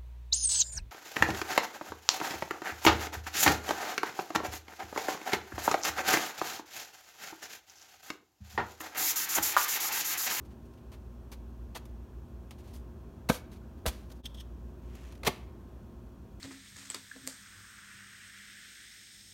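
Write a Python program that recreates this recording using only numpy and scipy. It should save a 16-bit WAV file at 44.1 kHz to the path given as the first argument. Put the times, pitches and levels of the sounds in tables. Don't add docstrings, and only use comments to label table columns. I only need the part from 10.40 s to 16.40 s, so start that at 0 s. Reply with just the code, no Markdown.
import sys
import numpy as np
from scipy import signal
from scipy.fft import rfft, irfft, next_fast_len
from scipy.io import wavfile
from scipy.ndimage import map_coordinates

SR = 44100
rng = np.random.default_rng(int(sys.argv[2]) if len(sys.argv) > 2 else 0)


def rack_gain(trim_db):
    fader = np.asarray(trim_db, float)
    return 10 ** (fader / 20)


def wav_out(sig):
    wavfile.write(sys.argv[1], SR, np.round(np.clip(np.atleast_2d(sig).T, -1, 1) * 32767).astype(np.int16))


N = 264600
T = np.arange(N) / SR


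def unit(x):
    return x / np.sqrt(np.mean(x ** 2) + 1e-20)


def along(points, hz):
    f, v = np.transpose(points)
    return np.interp(np.log(hz + 1), np.log(f + 1), v)


def filtered(x, response):
    m = next_fast_len(N + SR // 2)
    return irfft(rfft(x, m) * response(np.fft.rfftfreq(m, 1 / SR)), m)[..., :N]


def shaped_noise(level_db):
    return unit(filtered(rng.standard_normal(N), lambda hz: rack_gain(level_db(hz))))


def resonances(modes):
    def response(f):
        total = 0
        for k, (center_hz, width_hz, db) in enumerate(modes):
            damping = 1j * f * width_hz
            total = total + (-1) ** k * rack_gain(db) * damping / (center_hz ** 2 - f * f + damping)
        return total
    return response


def wobble(rate_hz):
    return map_coordinates(rng.standard_normal(int(N * rate_hz / SR) + 4), [T * rate_hz])


def friction(strokes, body, lumpy_db):
    # frequency in Hz, grit level in dB per Hz.
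    grit_spectrum = [(1500, -57), (3000, 0), (6000, 3), (8000, -1), (10500, 1), (13000, -2), (16000, -10)]
    grit_power, body_power, t = np.zeros(N + SR), np.zeros(N + SR), T[:SR]
    for start_s, rise_s, hold_s, t60_s, grit_db, body_db in strokes:
        decay_s = np.maximum(t - rise_s - hold_s, 0)
        rise = np.clip(t / max(rise_s, 1e-4), 0, 1) ** 2
        force = rise * rack_gain(grit_db - 60 * decay_s / max(t60_s, 0.01))
        first = round(start_s * SR)
        grit_power[first:][:SR] += force ** 2
        body_power[first:][:SR] += (force * rack_gain(body_db)) ** 2
    lumps = unit(rack_gain(lumpy_db * wobble(900) + 0.26 * wobble(60)))
    grit = shaped_noise(lambda hz: along(grit_spectrum, hz))
    push = rng.standard_normal(N)
    response = resonances(body)
    steady_rms = np.std(filtered(push, response))
    ring = filtered(push * lumps * np.sqrt(body_power[:N]), response) / steady_rms
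    return grit * lumps * np.sqrt(grit_power[:N]) + ring


def catch_strokes(rows):
    rise_s, t60_s, t60_per_hold = 0.0009, 0.031, 2.4
    return [(s, rise_s, hold_s, t60_s + t60_per_hold * hold_s, db, body_db) for s, hold_s, db, body_db in rows]


def horn_slips():
    # start in seconds, hold in seconds, grit in dB, bone body minus grit in dB.
    sudden = [(.252, .011, -76, 1), (.335, .006, -73, 1), (.374, 0.012, -80.5, 9), (.517, 0.025, -67.5, 8),
              (.916, 0.016, -56, 3), (1.372, .0014, -50.5, -2), (1.4535, .002, -60, -3),
              (2.108, .0022, -55.5, 5), (2.396, .0016, -72, -15), (2.8885, 0.002, -38, 7),
              (3.115, .024, -66, 2.5), (3.157, .013, -72.5, 6), (3.376, 0.013, -82, 10),
              (3.4555, .0044, -60, 12), (3.461, 0.0035, -34, 0.5), (3.471, .014, -39, -0.5),
              (4.551, .003, -59, -3), (4.722, .0022, -61.5, 4), (4.751, .003, -67, 6),
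              (4.832, 0.0032, -61.5, 18.5), (4.848, .013, -48, 6.5), (5.497, .004, -88, -3)]
    # start in seconds, length in seconds, grit in dB, bone body minus grit in dB.
    rubs = [
        (0.043, 0.02, -72.5, 3),
        (0.096, .026, -75.5, 7),
        (1.344, .022, -52, 9),
        (2.173, 0.032, -70, 4.5),
        (2.222, 0.044, -74.5, 5),
        (2.324, 0.038, -60.5, -3.5),
        (3.745, .03, -75.5, -15),
    ]
    # start in seconds, rise in seconds, grit in dB, bone body minus grit in dB.
    surges = [
        (2.892, 0.0046, -37, 10),
        (3.69, .013, -65, 5),
        (3.708, 0.011, -58, -3.5),
        (4.858, 0.0096, -40.5, 11.5),
        (4.867, 0.0062, -31, 7),
    ]
    # start, hold and t60 in seconds, grit in dB, bone body minus grit in dB.
    settles = [
        (2.109, .013, .088, -73.5, 12.5),
        (2.269, .01, 0.44, -70, 4),
        (2.901, 0.049, .14, -47, -1.5),
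        (3.5, 0.028, 0.51, -63.5, 3.5),
    ]
    snap_settle = (4.885, .01, .38, -61, 11)
    # frequency in Hz, width in Hz, level in dB.
    bone = [(303, 154, -1), (582, 205, 5.5), (1110, 530, 0), (1590, 145, 1.5), (2320, 1740, -3.5),
            (4740, 1040, -6), (5700, 1030, -11.5)]
    rub_rise_share, rub_t60_per_length = 0.43, 3.1
    surge_hold_s, surge_t60_s, settle_rise_s = 0.0029, 0.044, 0.0047

    strokes = catch_strokes(sudden)
    for s, span_s, db, body_db in rubs:
        rise_s = rub_rise_share * span_s
        strokes.append((s, rise_s, span_s - rise_s, rub_t60_per_length * span_s, db, body_db))
    for s, rise_s, db, body_db in surges:
        strokes.append((s, rise_s, surge_hold_s, surge_t60_s, db, body_db))
    for s, *rest in [*settles, snap_settle]:
        strokes.append((s, settle_rise_s, *rest))
    return friction(strokes, bone, lumpy_db=1.0)


def horn_twist():
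    # Start, rise, hold and t60 in seconds.
    twist_shape_s = (4.4, .17, .14, .25)
    # start in seconds, hold in seconds, grit in dB, sheath minus grit in dB.
    small_catches = [
        (4.42, 0.076, -85.5, 9.5),
        (4.621, .004, -77, 1),
        (4.775, .003, -72, 5),
        (4.79, .002, -79, -3),
    ]
    # frequency in Hz, width in Hz, level in dB.
    sheath = [(1480, 640, -2), (2680, 1300, 0), (4300, 2400, -5.5), (6540, 2500, -7.5)]
    grit_db, sheath_db = -75.5, 10.5
    strokes = [(*twist_shape_s, grit_db, sheath_db)] + catch_strokes(small_catches)
    return friction(strokes, sheath, lumpy_db=2.5)


def skull_blows():
    # start in seconds, level in dB, softness in seconds, hollow and stove top minus knock in dB.
    hits = [
        (2.898, -15.5, 0.00096, -1.5, -14),
        (2.902, -28.5, 0.00061, -14, -15),
        (2.9159, -28.5, 0.00061, -14, -20),
        (3.4564, -29, 0.00044, -17, -19),
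        (3.463, -28.5, 0.00027, -7, -20),
        (3.468, -47.5, 0.0053, 11, 29.5),
        (4.833, -40, 0.00037, -20, -16),
        (4.8759, -24.5, 0.00078, -2, -28),
        (4.891, -41, 0.00065, 7.5, -5),
    ]
    # frequency in Hz, level in dB, t60 in seconds.
    loose_wall = [(516, 1.5, 0.032), (640.5, -7, 0.066), (1263, -8.5, 0.037), (1562, -8, 0.044)]
    seated_wall = [(375, -3.5, .1), (552, -6, 0.073), (704, -8, 0.093), (885, -7.5, 0.1), (1118, -2, 0.043),
                   (2133, -0.5, 0.027)]
    cavities = [(223, 3.5, 0.036), (169, -1.5, 0.053)]
    stove_top = [(61.4, -1.5, 0.15)]
    seat_s, low_cut_hz = 4.5, 35
    out, t = np.zeros(N + SR), T[:SR // 2]

    def ring(modes):
        return sum(rack_gain(db - 60 * t / t60_s) * np.sin(2 * np.pi * hz * t) for hz, db, t60_s in modes)

    for s, db, soft_s, hollow_db, stove_db in hits:
        wall = ring(loose_wall if s < seat_s else seated_wall)
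        body = wall + rack_gain(hollow_db) * ring(cavities) + rack_gain(stove_db) * ring(stove_top)
        onset = 1 - np.exp(-t / max(soft_s, 1e-4))
        out[round(s * SR):][:len(t)] -= rack_gain(db) * onset * body
    return filtered(out[:N], lambda hz: (1j * hz / (low_cut_hz + 1j * hz)) ** 2)


def part_rattles():
    # start in seconds, length in seconds, grit in dB, ring minus grit in dB.
    shakes = [
        (3.824, 0.028, -70, 10.5),
        (3.852, 0.0085, -52.5, 14.5),
        (3.885, .03, -78, 1),
        (3.94, 0.013, -62, 5.5),
        (3.954, 0.046, -76.5, 17.5),
        (3.994, 0.017, -60.5, 10),
    ]
    # frequency in Hz, width in Hz, level in dB.
    part_modes = [(1960, 230, -1), (2650, 250, -10), (3270, 320, 14.5), (4500, 350, -21), (5200, 250, -0.5),
                  (6550, 300, -1), (8040, 900, -6)]
    rise_share, t60_s = 0.47, 0.039
    strokes = [(s, rise_share * span_s, (1 - rise_share) * span_s, t60_s, db, ring_db)
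               for s, span_s, db, ring_db in shakes]
    return friction(strokes, part_modes, lumpy_db=1.5)


def kitchen_echo(x):
    # frequency in Hz, t60 in seconds.
    decay_times = [(200, 0.35), (2000, 0.51), (12000, 0.2)]
    hz, t, z = signal.stft(rng.standard_normal(SR // 2), SR, nperseg=256)
    decay = rack_gain(-60 * t / along(decay_times, hz)[:, None])
    tail = signal.istft(z * decay, SR, nperseg=256)[1]
    return signal.fftconvolve(np.pad(x, (150, 0)), tail / np.linalg.norm(tail))[:N]


def compressor():
    # frequency in Hz, level in dB rms; the first line takes its level from drone_db instead.
    orders = [(59.2, -51.5), (118.4, -61.5), (236.9, -64), (355.3, -67), (393.0, -74), (532.9, -77),
              (646.0, -75.5), (942.1, -80), (1061, -77.5)]
    beat_s, beat_peak_s, drone_db, neighbour_db = 2.85, 1.51, -53, -6

    def line(hz):
        return np.sqrt(2) * np.sin(2 * np.pi * hz * T + 0.37 * wobble(4.0))

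    hum = sum(rack_gain(db + 0.83 * wobble(5)) * line(hz) for hz, db in orders[1:])
    beat = np.abs(1 + rack_gain(neighbour_db) * np.exp(2j * np.pi * (T - beat_peak_s) / beat_s))
    return hum + rack_gain(drone_db + 0.96 * wobble(3)) * beat * line(orders[0][0])


def room_air():
    # frequency in Hz, level in dB per Hz.
    rumble = [(12, -50), (25, -44), (41, -10.5), (60, 0.5), (85, -3), (100, -9.5), (150, -14), (221, -9.5),
              (265, -14.5), (400, -17.5), (450, -23), (1000, -30), (1600, -35.5), (2600, -53)]
    air_db, air_top_hz, air_drop_db = -51, 3500, -30
    air = shaped_noise(lambda hz: along(rumble, hz) + air_drop_db * (hz > air_top_hz))
    return rack_gain(air_db + 0.65 * wobble(1.47)) * air


def microphone_hiss():
    # frequency in Hz, level in dB per Hz.
    hiss_spectrum = [(1470, -30), (2500, 0), (3030, -5), (3340, -2), (3580, -6), (4410, -6), (4870, -9),
                     (5590, -6), (10500, -12), (12700, -10), (15600, -11)]
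    hiss_db = -75
    hiss = shaped_noise(lambda hz: along(hiss_spectrum, np.minimum(hz, 15500)))
    return rack_gain(hiss_db + 0.1 * wobble(6.0)) * hiss


def scene():
    horn = horn_slips() + horn_twist() + skull_blows()
    part = part_rattles()
    echo = kitchen_echo(rack_gain(-19.0) * horn + rack_gain(-19.5) * part)
    background = compressor() + room_air() + microphone_hiss()
    return (horn + part + echo + background)[None]


def band_limit(x):
    return signal.sosfilt(signal.butter(12, 16830, fs=SR, output="sos"), x)


def record(dry):
    # frequency in Hz, gain in dB.
    port = [(7000, 0), (7900, -2), (9400, 1), (10500, -4), (11600, 1), (16000, 0)]
    change_s, fade_out_s, fade_in_s, dip_db = 3.826, 0.023, 0.022, -18.5
    gain_db, top_hz = 1.9, 15900
    dip = np.interp(T, [change_s - fade_out_s, change_s, change_s + fade_in_s], [0, 1, 0])
    faded = dry * rack_gain(gain_db + dip_db * dip)
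    mix = filtered(faded, lambda hz: rack_gain(along(port, hz)) * (hz < top_hz))
    return band_limit(mix)


dry = scene()
out = record(dry)
wav_out(out)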